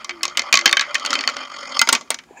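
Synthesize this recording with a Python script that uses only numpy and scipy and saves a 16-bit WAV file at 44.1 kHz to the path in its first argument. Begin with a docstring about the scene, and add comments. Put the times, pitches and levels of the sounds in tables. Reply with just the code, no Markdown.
"""A small hard marble rolls and rattles in a plastic funnel, whirls round its throat, drops through
and clacks along a plastic track. Rolling drives the wall's resonances continuously; each impact sets
the thin wall into free, damped vibration, and a small room reverberates. A faint low tone comes and
goes early on; a soft bump and a squeaky scuff end the scene, all over quiet background noise.
The close microphone overloads on the hardest clacks."""
import sys
import numpy as np
from scipy import signal
from scipy.fft import rfft, irfft, next_fast_len
from scipy.io import wavfile
from scipy.ndimage import uniform_filter1d, minimum_filter1d, map_coordinates

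SR = 44100
rng = np.random.default_rng(int(sys.argv[2]) if len(sys.argv) > 2 else 0)


def to_wav(sig):
    """Store sig (one row per channel, or 1-D mono) as 16-bit WAV at the path in sys.argv[1].

    Samples outside -1..1 are clipped; the rate is SR.
    """
    pcm = np.clip(np.atleast_2d(sig), -1, 1) * 32767
    pcm = np.round(pcm).astype(np.int16)
    wavfile.write(sys.argv[1], SR, pcm.T)  # frames by channels


N = 105840
TIME = np.arange(N) / SR


def amp(db):
    return 10 ** (np.asarray(db) / 20)


def unit_rms(x):
    return x / np.sqrt(np.mean(x ** 2) + 1e-20)


def along(points, hz):
    """Interpolation of (frequency, value) points on a log axis."""
    f, v = np.transpose(points)
    return np.interp(np.log(hz + 1), np.log(f + 1), v)


def curves(rows):
    """Linear interpolation in time: one curve for each column after the first."""
    times, *columns = np.transpose(rows)
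    return [np.interp(TIME, times, column) for column in columns]


def wobble(rate):
    """Smooth random modulation, rate knots a second."""
    return map_coordinates(rng.standard_normal(4096), [TIME * rate], mode="wrap")


def filtered(x, response):
    """Linear filtering: the spectrum times a frequency response."""
    size = next_fast_len(len(x) + 8192)
    return irfft(rfft(x, size) * response(np.fft.rfftfreq(size, 1 / SR)), size)[:len(x)]


def coloured(x, spectrum):
    """Zero-phase filtering by (frequency, gain) points."""
    return filtered(x, lambda hz: amp(along(spectrum, hz)))


def noise(spectrum):
    """Coloured Gaussian noise of rms 1."""
    return unit_rms(coloured(rng.standard_normal(N), spectrum))


def minimum_phase(gain_db, size=4096):
    """Causal impulse response for a gain curve, by folding the cepstrum."""
    cepstrum = irfft(np.log(amp(gain_db(np.fft.rfftfreq(size, 1 / SR)))))
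    cepstrum[1:size // 2] *= 2
    cepstrum[size // 2 + 1:] = 0
    return irfft(np.exp(rfft(cepstrum)))


def dense_modes(t60, count, size):
    """Modal overlap: crowded modes act as noise, each frequency decaying at its own rate."""
    hz, t, spectra = signal.stft(rng.standard_normal(count), SR, nperseg=size)
    decay = 1000. ** (-t / np.maximum(t60(hz), .002)[:, None])
    return signal.istft(spectra * decay, SR, nperseg=size)[1][:count]


def mode(t, hz, t60):
    """Free vibration of a damped oscillator."""
    return np.sin(2 * np.pi * hz * t) * np.exp(-np.log(1000) * t / t60)


def rise(t, tau_s):
    return 1 - np.exp(-t / tau_s)


def glide(hz):
    """A sinusoid of rms 1 whose phase is the integral of frequency."""
    return np.sqrt(2) * np.sin(2 * np.pi * np.cumsum(hz) / SR)


def add(out, start_s, x):
    """Superposition of x on out."""
    i = max(round(start_s * SR), 0)
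    out[i:i + len(x)] += x[:max(N - i, 0)]


# rolling envelope, ahead of the bass and treble gains (time [s], level [dB])
ROLL_LEVEL = [(0, -35), (.04, -43), (.15, -45.5), (.31, -39.5), (.44, -34), (.48, -29.5), (.52, -40.5),
              (.66, -31), (.82, -34.5), (.92, -33), (1.02, -31.5), (1.16, -30), (1.3, -35.5), (1.42, -29),
              (1.49, -40.5), (1.545, -32), (1.66, -34), (1.745, -32.5), (1.772, -26.5), (1.795, -40),
              (1.97, -48.5), (2.04, -53.5), (2.15, -53), (2.27, -64.5)]
# balance of the rolling sound (time [s], bass gain [dB], treble gain [dB])
ROLL_BALANCE = [(0, -11, -4), (.5, -23, -9.5), (.92, -20, -8), (1.1, 10, -0.5), (1.35, 1, -2),
                (1.5, -8.5, -0.5), (1.72, 0, 2.5), (1.78, -7, 6.5), (2, 2.5, -1)]
# modulation in each turn (time [s], depth [dB])
WHIRL_DEPTH = [(0, 0), (1.3, 3), (1.52, 2.5), (1.76, 3.5), (1.8, 1.5)]
# excitation by surface bumps (frequency [Hz], gain [dB])
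ROUGHNESS_SPECTRUM = [(30, -26), (150, -21), (240, 7), (3000, 6.5), (5500, -1.5), (7000, -1.5),
                      (8000, -8.5), (9200, -6.5), (11000, -13.5), (16000, -13)]
# funnel resonances under the marble (frequency [Hz], bandwidth [Hz], gain [dB])
ROLL_RESONANCES = [(260, 36, -5), (573, 43, -1), (843, 450, -10), (1193, 120, 2), (1403, 120, -2),
                   (2070, 120, -2), (2430, 69, -6), (3150, 147, -2.5), (4485, 150, -1.5), (5170, 260, -3),
                   (6730, 180, -6), (8470, 500, -17)]
WHIRL_HZ, NEAREST_S = 44.48, 1.589  # turns a second; a moment nearest the microphone

def rolling():
    """Forced vibration: tiny bumps drive the funnel; each turn swings the level, most in the treble."""
    level_db, = curves(ROLL_LEVEL)
    bass_db, treble_db = curves(ROLL_BALANCE)
    depth_db, = curves(WHIRL_DEPTH)
    turn_db = depth_db * np.cos(2 * np.pi * WHIRL_HZ * (TIME - NEAREST_S) + 0.63 * wobble(20))
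    bumps = rng.standard_normal(N) * amp(2.85 * wobble(900) + 1.6 * wobble(110) + turn_db)
    bumps = coloured(bumps, ROUGHNESS_SPECTRUM)
    wall = np.zeros(N)
    for k, (hz, width, db) in enumerate(ROLL_RESONANCES):
        coupling_db = 2.5 * wobble(rate=35)  # swells and fades as the marble crosses nodes
        resonance = filtered(bumps, lambda f: 1j * f * width / (hz * hz - f * f + 1j * f * width))
        wall += (-1) ** k * amp(db + coupling_db) * resonance
    wall = unit_rms(wall)
    bass = filtered(wall, lambda f: 1 / (1 + (f / 400) ** 6))
    treble = filtered(wall, lambda f: 1 - 1 / (1 + (f / 2800) ** 6))
    return amp(level_db) * (wall + (amp(bass_db) - 1) * bass + (amp(treble_db + turn_db) - 1) * treble)


# noise floor (frequency [Hz], relative level [dB])
BACKGROUND_SPECTRUM = [(25, -17.5), (40, -11), (55, 19), (85, 2), (250, 10.5), (600, -3.5), (2000, -6.5),
                       (6000, -18.5), (10000, -21), (16000, -31.5)]

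def background(level_db=-53.5):
    """Stationary noise, strongest in the bass."""
    return amp(level_db) * noise(BACKGROUND_SPECTRUM)


# reverberation time (frequency [Hz], t60 [s])
ROOM_DECAY = [(200, 0.44), (1200, 0.16), (4500, 0.16), (6500, 0.31), (8200, 0.18), (15000, 0.099)]
# colour of the reverberation (frequency [Hz], gain [dB])
ROOM_SPECTRUM = [(100, 2.5), (300, 3), (1200, 10.5), (3000, 1), (6500, 3), (8200, -6), (12000, 4.5)]

def room(x, gain_db=-21.5, delay_s=0.0067):
    """Reverberation: convolution with the short diffuse tail of a small room."""
    tail = dense_modes(lambda hz: along(ROOM_DECAY, hz), count=SR // 2, size=256)
    tail = coloured(tail, ROOM_SPECTRUM)
    wet = np.zeros(N)
    add(wet, delay_s, signal.fftconvolve(x, tail / np.linalg.norm(tail)))
    return amp(gain_db) * wet


# wave reflected from the rim (frequency [Hz], gain [dB])
RIM_SPECTRUM = [(700, -41.5), (1600, -4.5), (2500, -3.5), (4500, 5.5), (6500, -1), (9000, 3), (14000, -35)]

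def rim_echo(t):
    """Dispersion: bending waves travel faster at high frequency, so the echo chirps down."""
    lag_s = .008 * np.exp(0.199 * rng.standard_normal())  # scale of the travel time
    hz = np.fft.rfftfreq(len(t), 1 / SR)
    phase = np.pi * lag_s * (.4 * hz - 4 * np.sqrt(1000 * hz))
    return irfft(amp(along(RIM_SPECTRUM, hz)) * np.exp(1j * phase), len(t)) * (t < .05)


# colour common to all impacts (frequency [Hz], gain [dB])
WALL_SPECTRUM = [(30, -24), (130, -29.5), (240, 0.5), (400, -2.5), (700, 2.5), (1200, 1), (2200, 2.5),
                 (4500, 5.5), (6800, 13), (8300, 2), (10500, -4.5), (15500, 5)]
# damping of the wall (frequency [Hz], multiple of an impact's base t60 [1])
WALL_DECAY = [(200, 1.8), (1200, 1.72), (4000, 1.46), (7000, 0.67), (11000, 0.49)]
RIM_DB, SPOT_DB, BODY_DB = -5, -2.5, -9  # relative to the burst, the burst and the clack

def clack(t, tint, spot_hz, t60):
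    """Impulse response of a thin wall: a burst of dense modes, a rim echo and the struck spot's note."""
    onset = t < .006
    burst = dense_modes(lambda hz: t60 * along(WALL_DECAY, hz), count=len(t), size=64)
    burst *= 1 + 0.74 * np.exp(-t / 0.00085)
    echo = rim_echo(t)
    burst += amp(RIM_DB) * echo * np.linalg.norm(burst[onset]) / np.linalg.norm(echo)
    colour = minimum_phase(lambda hz: along(tint, hz) + along(WALL_SPECTRUM, hz))
    burst = signal.fftconvolve(burst, colour)[:len(t)]
    spot = mode(t, spot_hz, t60=0.025 * np.sqrt(2000 / spot_hz)) * rise(t, .0006)
    both = burst / np.std(burst[onset]) + amp(SPOT_DB) * spot / np.std(spot[onset])
    return both / np.std(both[onset]) * rise(t, 0.00016)


def body_ring(t, modes):
    """Modal superposition: the whole part rings, with random weights and slight detuning."""
    body = np.zeros(len(t))
    for hz, db, t60 in modes:
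        weight = amp(db + 5.06 * rng.standard_normal()) * rng.choice([-1, 1])
        body += weight * mode(t, hz * (1 + 0.0076 * rng.standard_normal()), t60)
    return body * rise(t, 0.0019)


def impacts(hits, modes):
    """Impact excitation: each contact gives a local clack and rings the whole part."""
    out, t = np.zeros(N), np.arange(12000) / SR
    fade = 1 - t / t[-1]
    for start_s, db, thud_db, tilt_db, crack_db, spot_hz, t60 in hits:
        tint = [(650, thud_db + 10), (1300, -tilt_db / 2), (2300, -tilt_db / 2),
                (4000, tilt_db / 2 - 4), (6500, tilt_db / 2 - 9),
                (10000, crack_db + 8), (15000, crack_db - 6)]  # (frequency [Hz], gain [dB])
        impact = clack(t, tint, spot_hz, t60) + amp(BODY_DB) * body_ring(t, modes)
        add(out, start_s, amp(db) * impact * fade)
    return out


# contacts with the funnel
# (time [s], level [dB], thud [dB], treble tilt [dB], crack [dB], spot frequency [Hz], base t60 [s])
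FUNNEL_CONTACTS = [(0.0452, -26, -30, 26, -9, 1130, 0.032), (0.0932, -22, -17, -5, -35, 2260, 0.037),
                   (0.1079, -27, -14, -10, -34, 2270, 0.026), (0.2082, -38, 0, -36, -33, 2050, 0.029),
                   (0.2314, -14.5, -22, 2, -10.5, 5350, 0.064), (0.2528, -16.5, -19, 6, -16, 1116, 0.029),
                   (0.2796, -26.5, -10, 6, -36, 6400, 0.048), (0.2967, -37, -18, 6, -31, 1150, 0.033),
                   (0.3722, -12.5, -15, -0.5, -14, 2955, 0.062), (0.3932, -14, -14.5, 7, -21, 2060, 0.031),
                   (0.419, -27, -3, 6, -19, 2090, 0.032), (0.5267, -5, -26, -0.5, -23, 2444, 0.037),
                   (0.5402, -5, -14, 1.5, -22, 2402, 0.028), (0.5535, -10, -30, 13, -28, 2490, 0.049),
                   (0.5724, -9, -34, 2, -39, 2054, 0.0093), (0.5897, -15.5, -45, 1, -25, 2060, 0.042),
                   (0.6115, -23.5, -33, 6, -32, 2120, 0.029), (0.6575, -2.5, -15, 3, -47, 1665, 0.065),
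                   (0.6769, -14.5, -11, 0, -39, 2090, 0.03), (0.6933, -17, -26, -24, -17, 4550, 0.025),
                   (0.712, -23, -11, -1, -18, 4316, 0.04), (0.7276, -6, -27, -8.5, -23, 3597, 0.019),
                   (0.7695, -9.5, -15.5, -4.5, -26, 1604, 0.021),
                   (0.7949, -11.5, -62, -6, -56, 1670, 0.014),
                   (0.8103, -14.5, -22, -10.5, -28.5, 3860, 0.095),
                   (0.9443, -18.5, -13.5, 16, -15, 2083, 0.092), (0.9532, -12, -48, -11, -25, 1863, 0.0091),
                   (0.9809, -35, -6, 8, -27, 1380, 0.04), (0.997, -31, -1, 23, -10, 2080, 0.036),
                   (1.0496, -21.5, -12, -7, -22, 1445, 0.034), (1.0608, -19, -17, 13, -13, 2870, 0.04),
                   (1.1053, -19, -13, -2, -22, 5080, 0.063), (1.1298, -12.5, -21, -3.5, -45, 1365, 0.031),
                   (1.1377, -21.5, -16, 0, -14, 1250, 0.045), (1.1538, -15, -10.5, -8, -29, 2520, 0.016),
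                   (1.1773, -35, 18, 4, -30, 2050, 0.056), (1.1894, -20, -15.5, -10, -38, 4500, 0.021),
                   (1.2084, -21.5, -15, -5, -26, 4420, 0.035), (1.2382, -21, -19, -14, -40, 1850, 0.009),
                   (1.2606, -38, 19, -4, -30, 2100, 0.013), (1.2755, -11, -19, -8, -32, 4530, 0.015),
                   (1.2882, -18.5, -16, -10, -39, 1390, 0.048), (1.2966, -25.5, -6.5, 0, -21, 2060, 0.071),
                   (1.3667, -23.5, -7, 0, -26, 1380, 0.025), (1.7927, -10, -4, 33, -1, 5160, 0.024)]
# normal modes of the funnel (frequency [Hz], relative level [dB], t60 [s])
FUNNEL_WALL_MODES = [(246.1, -21.5, .2), (595, -23.5, 0.11), (1117, -7, 0.12), (1256, -25.5, 0.27),
                     (1410, -12.5, 0.051), (1717, -19.5, 0.18), (2082, -1.5, 0.083), (2290, -5, .08),
                     (2514, -0.5, 0.044), (3097, 0, 0.051), (3650, -7.5, 0.047), (4388, 10, 0.027),
                     (5420, -24, 0.049)]

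def funnel_rattle():
    """Free vibration of the funnel after each strike of the marble."""
    return impacts(FUNNEL_CONTACTS, FUNNEL_WALL_MODES)


# course of the low tone (time [s], frequency [Hz], level [dB])
LOW_TONE_PATH = [(.05, 349.4, -71), (.09, 361, -51), (.13, 353, -41), (.21, 323.7, -46.5),
                 (.28, 359.6, -49.5), (.4, 340, -62), (.56, 353.4, -58), (.61, 344, -42), (.69, 335, -42),
                 (.76, 367, -47), (.8, 359.6, -72)]

def low_tone():
    """Amplitude and frequency modulation: a faint tone wavers while the marble circles."""
    hz, db = curves(LOW_TONE_PATH)
    return amp(db) * glide(hz)


# contacts with the track
# (time [s], level [dB], thud [dB], treble tilt [dB], crack [dB], spot frequency [Hz], base t60 [s])
TRACK_CONTACTS = [(1.8152, -4, -20.5, 0.5, -12.5, 1415, 0.03), (1.8731, -19, -5, -8, -21, 2150, 0.04),
                  (1.889, -6.5, -13.5, 2.5, -12.5, 1406, 0.043),
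                  (1.9244, -20.5, 6, 16.5, -28.5, 1944, 0.04), (1.9272, -6.5, -12, 2.5, -9.5, 8230, 0.064),
                  (1.9503, -13, -10.5, -2, -21, 2500, 0.054), (2.0102, -33.5, -0.5, 3, -21, 1120, 0.067),
                  (2.1041, -13.5, -6, 7.5, -4.5, 8580, 0.06), (2.1147, -25, -7, -10.5, -40, 2070, 0.052),
                  (2.1437, -23.5, -16, 1, -14, 5900, 0.034), (2.1877, -32, -26.5, -7, -25, 3130, 0.046),
                  (2.2369, -50, -7.5, -7, -15, 1600, 0.031)]
# normal modes of the track (frequency [Hz], relative level [dB], t60 [s])
TRACK_WALL_MODES = [(235, -17, .12), (276, -16, .08), (557, -27, 0.19), (920, -7, 0.17), (1125, 1.5, 0.053),
                    (1362, -3.5, 0.039), (2034, -2, 0.066), (2264, -9, 0.12), (3136, -2, 0.037),
                    (4400, -6, 0.043), (5050, 2.5, 0.045), (6430, -4.5, 0.053)]

def track_clacks():
    """Free vibration of the track as the marble lands and clacks along it."""
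    return impacts(TRACK_CONTACTS, TRACK_WALL_MODES)


# course of the squeak (time [s], frequency [Hz], level [dB])
SQUEAK_PATH = [(2.24, 1080, -74), (2.265, 1041, -63), (2.3, 780, -53), (2.35, 799, -49), (2.38, 873, -47.5),
               (2.4, 900, -56)]
# envelope of the scuff (time [s], level [dB])
SCUFF_LEVEL = [(2.25, -67.5), (2.32, -58.5), (2.355, -61), (2.375, -42), (2.4, -44)]
# colour of the scuff (frequency [Hz], relative level [dB])
SCUFF_SPECTRUM = [(150, -9), (500, -0.5), (1000, 2), (1300, -26.5), (1680, 11), (1950, -9.5), (2500, 9.5),
                  (3000, -19), (5200, -27), (7200, 1.5), (9000, -39), (15000, -30)]

def squeaky_scuff():
    """Random frequency modulation roughens a faint squeak over a swell of handling noise."""
    hz, squeak_db = curves(SQUEAK_PATH)
    scuff_db, = curves(SCUFF_LEVEL)
    squeak = amp(squeak_db) * glide(hz * (1 + 0.13 * wobble(350)))
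    return squeak + amp(scuff_db) * noise(SCUFF_SPECTRUM)


def soft_bump(start_s=2.309):
    """Heavy damping: one low mode dies within a few cycles."""
    out, t = np.zeros(N), np.arange(SR // 8) / SR
    add(out, start_s, amp(-22) * mode(t, hz=397, t60=0.016) * rise(t, 0.0013))
    return out


def scene():
    """Superposition of the marble's direct sound, its reverberation and the faint sounds around it."""
    marble = funnel_rattle() + track_clacks() + rolling()
    return (marble + room(marble) + low_tone() + squeaky_scuff() + soft_bump() + background())[None]


LIMIT_THRESHOLD, LIMIT_SHARE = 0.99, 0.3  # the limiter removes this share of the excess in dB
CLIP_CEILING, CLIP_HARDNESS = .92, 8
LOW_CUT_HZ, HIGH_CUT_HZ = 187, 16200

def record(dry):
    """Saturation and band limiting: a limiter and soft clip hold the peaks; filters trim both ends."""
    gain = np.minimum(1, LIMIT_THRESHOLD / (np.abs(dry[0]) + 1e-9)) ** LIMIT_SHARE
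    limited = dry[0] * uniform_filter1d(minimum_filter1d(gain, size=60), size=40)
    clipped = limited / (1 + np.abs(limited / CLIP_CEILING) ** CLIP_HARDNESS) ** (1 / CLIP_HARDNESS)
    return filtered(clipped, lambda f: 1j * f / (LOW_CUT_HZ + 1j * f) / (1 + (f / HIGH_CUT_HZ) ** 120))[None]


dry = scene()
out = record(dry)
to_wav(out)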